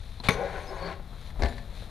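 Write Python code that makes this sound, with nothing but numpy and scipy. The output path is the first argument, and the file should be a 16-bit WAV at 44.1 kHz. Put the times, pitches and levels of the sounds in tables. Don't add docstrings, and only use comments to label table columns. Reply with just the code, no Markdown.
import sys
import numpy as np
from scipy import signal
from scipy.fft import rfft, irfft
from scipy.io import wavfile

SR = 44100
rng = np.random.default_rng(int(sys.argv[2]) if len(sys.argv) > 2 else 0)


def unload_wav(signal):
    wavfile.write(
        sys.argv[1],
        SR,
        np.round(np.clip(np.atleast_2d(signal).T, -1, 1) * 32767).astype(np.int16),
    )


N = 83790
T = np.arange(N) / SR

# (time [s], level [dB])
ROLL_LEVELS = [(0, -56.5), (1.2, -53), (1.9, -52)]
BEARING_LEVELS = [(0, -57), (.9, -56.5), (1.0, -62), (1.12, -58.5), (1.28, -53.5), (1.335, -60),
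                  (1.52, -53), (1.69, -58.5), (1.76, -53), (1.83, -51.5), (1.9, -58.5)]
WIND_LEVELS = [(0, -40), (.88, -41.5), (1.03, -38), (1.22, -42.5), (1.38, -35.5), (1.9, -40)]
# (frequency [Hz], level [dB])
ROLL_TONE = [(100, 3.5), (200, 11.5), (330, -1), (650, 2), (1100, -3.5), (2000, -12.5), (3500, -41),
             (15000, -26)]
BEARING_TONE = [(1000, 0.5), (2300, 4), (2900, -1), (3600, 7.5), (4150, 8), (4700, -3.5), (6500, -8),
                (8000, -12.5), (10700, -7), (15000, -28)]
WIND_TONE = [(8, -11.5), (25, 3), (45, -0.5), (75, -4.5), (150, -15.5), (600, -67)]

# (time [s], level [dB])
BUMPS = [(.199, -39.5), (.995, -39), (1.127, -42), (1.358, -39.5), (1.392, -38), (1.822, -40)]
# (frequency [Hz], level [dB])
BUMP_TONE = [(40, 6), (170, 3.5), (350, -0.5), (1500, -13), (6000, -46)]
# (frequency [Hz], level [dB], fade [s])
TICK_NOTES = [(4100, -32, .022), (1000, -42, .04)]
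# (start [s], rise [s], hold [s], fade [s], level [dB])
SCUFFS = [(.2355, 0.0031, 0.039, 0.033, -35), (.29, 0.0022, 0.052, 0.033, -38)]
SCRUBS = [(1.392, 0.0016, 0.072, 0.027, -37.5), (1.422, 0.0056, 0.036, 0.17, -33.5)]
# (frequency [Hz], level [dB])
SCUFF_TONE = [(170, 10.5), (320, -2), (900, 3.5), (1500, -2.5), (3300, -5), (4200, 1), (5200, -17),
              (10000, -22.5), (15000, -39)]
SCRUB_TONE = [(80, 10.5), (230, 13.5), (820, 7.5), (1200, -1), (2100, -6.5), (2900, -12.5), (4200, -12.5),
              (6000, -25), (11000, -27), (15000, -47)]

# (time [s], crack [dB], ring [dB], thump [dB])
CLACKS = [(0.2859, -13, -27.5, -52), (0.2888, -16, -48, -9), (0.294, -21, -42, -36),
          (0.306, -24.5, -45.5, -24.5)]
# (frequency [Hz], level [dB])
CRACK_TONE = [(60, -5), (200, -12), (900, 2.5), (1400, -7), (2100, 6), (2900, -13), (3900, -4.5),
              (5400, -21), (6300, -10), (7200, -36), (10200, -16), (15000, -38)]
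# (frequency [Hz], level [dB], fade [s])
PEG_NOTES = [(425, -3, .2), (1109, 2, .08), (1500, -10, .3), (1669, -2, .08), (1865, 11, .036),
             (2250, 11, .03), (2525, -2, .08), (3620, -5, .08)]

# (time [s], level [dB])
SPRAY_LEVELS = [(.286, -67), (.292, -53), (0.336, -49), (.37, -64.5), (.52, -67), (0.592, -61.5),
                (.83, -65)]
# (time [s], ringing body [dB], scrape [dB])
GRIND_LEVELS = [(0.287, -44, -65), (0.292, -23.5, -25), (0.328, -42, -52), (.36, -32, -51.5),
                (.44, -31, -45.5), (0.523, -38.5, -45.5), (.585, -38.5, -43.5), (.655, -42.5, -52),
                (.738, -37, -52.5), (.785, -42.5, -48), (0.833, -34, -46), (0.889, -34, -42),
                (0.925, -41.5, -43.5), (.975, -53, -63.5), (1.02, -86, -83)]
# (frequency [Hz], level [dB])
SPRAY_TONE = [(3000, 1.5), (6300, -9), (11500, -1), (13000, -19), (15000, -27)]
BODY_TONE = [(80, -63), (170, -5), (290, -38), (400, 7.5), (750, 10.5), (1100, -4.5), (1250, -55),
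             (1600, 2), (3000, -56)]
SCRAPE_TONE = [(200, -23), (500, 1), (1130, 5), (1230, -0.5), (1500, 2.5), (2330, 2), (2650, -7),
               (4100, -7), (4800, -14.5), (6500, -22), (11000, -34), (15000, -70)]
# (frequency [Hz], early level [dB], late level [dB], fade [s])
EDGE_NOTES = [(5950, 1, -6, .12), (6500, 3, -2, .03), (8900, 0, -2, .1)]
FRAME_NOTES = [(168, -5, -3, .12), (397, -8, 2, .12), (430, -4, -14, .1), (502, -2, -8, .1),
               (558, 2, -7, .13), (600, 0, -8, .14), (673, -5, 2, .11), (818, -5, -6, .07),
               (915, -5, -7, .06), (1065, -12, 2, .045), (1111, -6, -4, .1), (1495, -10, -9, .1),
               (1670, -9, -12, .14), (4450, -36, -7, .007)]
# (loudest moment [s], half length [s], pitch [Hz], glide [Hz/s], level [dB])
SQUEAKS = [(.318, .018, 465, 4000, -32), (.442, .024, 555, 0, -35), (.560, .028, 1490, 0, -45),
           (.689, .015, 5110, 1000, -50), (.768, .016, 6550, 0, -60)]

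# (time [s], level [dB])
CLINKS = [(1.302, -49), (1.458, -35), (1.4842, -39), (1.5235, -44), (1.5805, -42)]
JINGLES = [(1.395, -57.5), (1.4845, -52.5), (1.496, -57)]
# (frequency [Hz], level [dB], fade [s])
BIKE_NOTES = [(237, -3, .45), (395, -3, .25), (570, -9, .8), (690, 2, .4), (850, 2, .13), (1588, -11, .25),
              (1755, -5, .42), (2080, 6, .035), (3955, -16, .5), (4400, -23, .3)]
CHAIN_NOTES = [(7150, -2, .06), (10480, -2, .1)]
# (time [s], knock [dB], thud [dB])
LANDINGS = [(1.4214, -25.5, -23.5), (1.434, -25, -17.5), (1.4484, -32, -27.5)]
# (frequency [Hz], level [dB])
CLINK_TONE = [(300, -34), (900, 14.5), (1300, 3), (1900, 12), (2900, -1), (4100, 5.5), (5200, -5),
              (10500, -20), (15000, -35)]
KNOCK_TONE = [(60, -49), (250, 7.5), (750, 4), (1200, -3), (2100, 1.5), (2900, -16), (4200, -4),
              (7000, -21.5), (10500, -40), (15000, -51)]


def amp(db):
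    return 10 ** (np.asarray(db) / 20)


def follow(levels):
    return amp(np.interp(T, *np.transpose(levels)))


def unit(x):
    return x / np.sqrt(np.mean(x ** 2) + 1e-20)


def colour(x, tone):
    hz, db = np.transpose(tone)
    curve_db = np.interp(np.log(np.fft.rfftfreq(N, 1 / SR) + 1), np.log(hz), db)
    return unit(irfft(rfft(x) * amp(curve_db), N))


def noise(tone):
    return colour(rng.standard_normal(N), tone)


def grit(per_s=2600, spread_db=2):
    hits = (rng.random(N) < per_s / SR) * rng.choice([-1, 1], N)
    sizes = amp(spread_db * np.minimum(rng.exponential(1, N), 4))
    return unit(hits * sizes)


def envelope(start, rise, fade, hold=0):
    fading_for = np.maximum(T - start - rise - hold, 0)
    return np.clip((T - start) / rise, 0, 1) * np.exp(-np.log(1000) * fading_for / fade)


def rolling():
    ticks_per_s = 170 * (1 + 0.16 * noise([(40, -7.5), (400, -63.5)]))
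    tick_count = np.cumsum(ticks_per_s) / SR
    ticking = unit(0.5 + np.exp(-(tick_count % 1) / 1.2))
    hiss = ticking * rng.standard_normal(N)
    dirt = amp(-6) * grit(per_s=230)
    bearings = colour(hiss + dirt, BEARING_TONE)
    roll = colour(grit(per_s=2300, spread_db=0.5), ROLL_TONE)
    return follow(BEARING_LEVELS) * bearings + follow(ROLL_LEVELS) * roll


def wind():
    return follow(WIND_LEVELS) * noise(WIND_TONE)


def taps(hits, tone, fade):
    return sum(amp(db) * envelope(start, 0.00065, fade) * noise(tone) for start, db in hits)


def reflections(sound):
    echoes = grit(per_s=2000, spread_db=2.5) * envelope(start=0.016, rise=0.0032, fade=0.45)
    echoes = signal.lfilter([1], [1, -.6], echoes)
    return signal.fftconvolve(sound, echoes / np.linalg.norm(echoes))[:N]


def ring(notes, start):
    return sum(amp(db) * envelope(start, 0.00037, fade) * np.sin(2 * np.pi * (hz * T + rng.random()))
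               for hz, db, fade in notes)


def tyre_rubs(rubs, tone):
    return sum(amp(db) * envelope(start, rise, fade, hold) * colour(grit(7000, spread_db=1), tone)
               for start, rise, hold, fade, db in rubs)


def swing(start, hz, fade):
    return envelope(start, 0.0018, fade) * np.sin(2 * np.pi * hz * (T - start))


def peg_clack():
    out = np.zeros(N)
    for start, crack_db, ring_db, thump_db in CLACKS:
        out += amp(crack_db) * envelope(start, rise=0.0018, fade=0.015) * noise(CRACK_TONE)
        out += amp(ring_db) * ring(PEG_NOTES, start)
        out -= amp(thump_db) * swing(start, hz=156.6, fade=0.024)
    return out


def sliding_ring(grains, notes):
    weight_shift_s = (0.35, 0.87)
    out = np.zeros(N)
    for hz, early_db, late_db, fade in notes:
        drift_db = 3.5 * noise([(6.3, 0), (12.6, -80)])
        db = np.interp(T, weight_shift_s, [early_db, late_db]) + drift_db
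        note = irfft(rfft(grains) * rfft(swing(0, hz, fade)), N)
        out += amp(db) * unit(note)
    return unit(out)


def spray():
    grains = grit()
    hiss = unit(colour(grains, SPRAY_TONE) + amp(-1.5) * sliding_ring(grains, EDGE_NOTES))
    spraying = (T > SPRAY_LEVELS[0][0]) & (T < SPRAY_LEVELS[-1][0])
    return spraying * follow(SPRAY_LEVELS) * hiss


def grind():
    times, body_db, scrape_db = np.transpose(GRIND_LEVELS)
    grains = grit()
    body = amp(-3.5) * sliding_ring(grains, FRAME_NOTES) + amp(-9) * colour(grains, BODY_TONE)
    body *= amp(np.interp(T, times, body_db))
    scrape = amp(np.interp(T, times, scrape_db)) * colour(grains, SCRAPE_TONE)
    sliding = (T > times[0]) & (T < times[-1])
    return sliding * (body + scrape)


def squeaks():
    out = np.zeros(N)
    for middle, half_length, hz, glide, db in SQUEAKS:
        waver_hz = 36 * noise([(36, 0), (360, -20)])
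        pitch = hz + glide * (T - middle) + waver_hz
        swell = np.exp(-((T - middle) / half_length) ** 2)
        out += amp(db) * swell * np.sqrt(2) * np.sin(2 * np.pi * np.cumsum(pitch) / SR)
    return chatter() * out


def chatter():
    return unit(1 + 0.45 * noise([(150, 0), (1500, -90)]))


def rattle():
    frame = sum(amp(db - 12) * ring(BIKE_NOTES, start) for start, db in CLINKS)
    chain = sum(amp(db) * ring(CHAIN_NOTES, start) for start, db in JINGLES)
    return taps(CLINKS, CLINK_TONE, fade=0.046) + chatter() * (frame + chain)


def landing():
    out = np.zeros(N)
    for start, knock_db, thud_db in LANDINGS:
        knock = envelope(start, rise=0.0012, fade=0.023) * noise(KNOCK_TONE)
        ringing = amp(-14) * chatter() * ring(BIKE_NOTES, start)
        thud = swing(start, hz=65, fade=0.1)
        out += amp(knock_db) * (knock + ringing) + amp(thud_db) * thud
    return out


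def scene():
    background = rolling() + wind()
    hop = taps(BUMPS, BUMP_TONE, fade=0.076) + ring(TICK_NOTES, start=0.2015)
    hop += tyre_rubs(SCUFFS, SCUFF_TONE)
    slide = peg_clack() + spray() + grind() + squeaks()
    drop = rattle() + tyre_rubs(SCRUBS, SCRUB_TONE) + landing()
    bike = hop + slide + drop
    mono = background + bike + amp(-18) * reflections(bike)
    return amp([[3.02], [-4.67]]) * mono


def record(dry):
    ceiling, cutoff_hz = 0.8, 15200
    peak = np.max(abs(dry), axis=0)
    rounded = dry / (1 + (peak / ceiling) ** 6) ** (1 / 6)
    treble_cut = signal.firwin(401, cutoff_hz, window=("kaiser", 9), fs=SR)
    return signal.oaconvolve(rounded, treble_cut[None], "same")


dry = scene()
out = record(dry)
unload_wav(out)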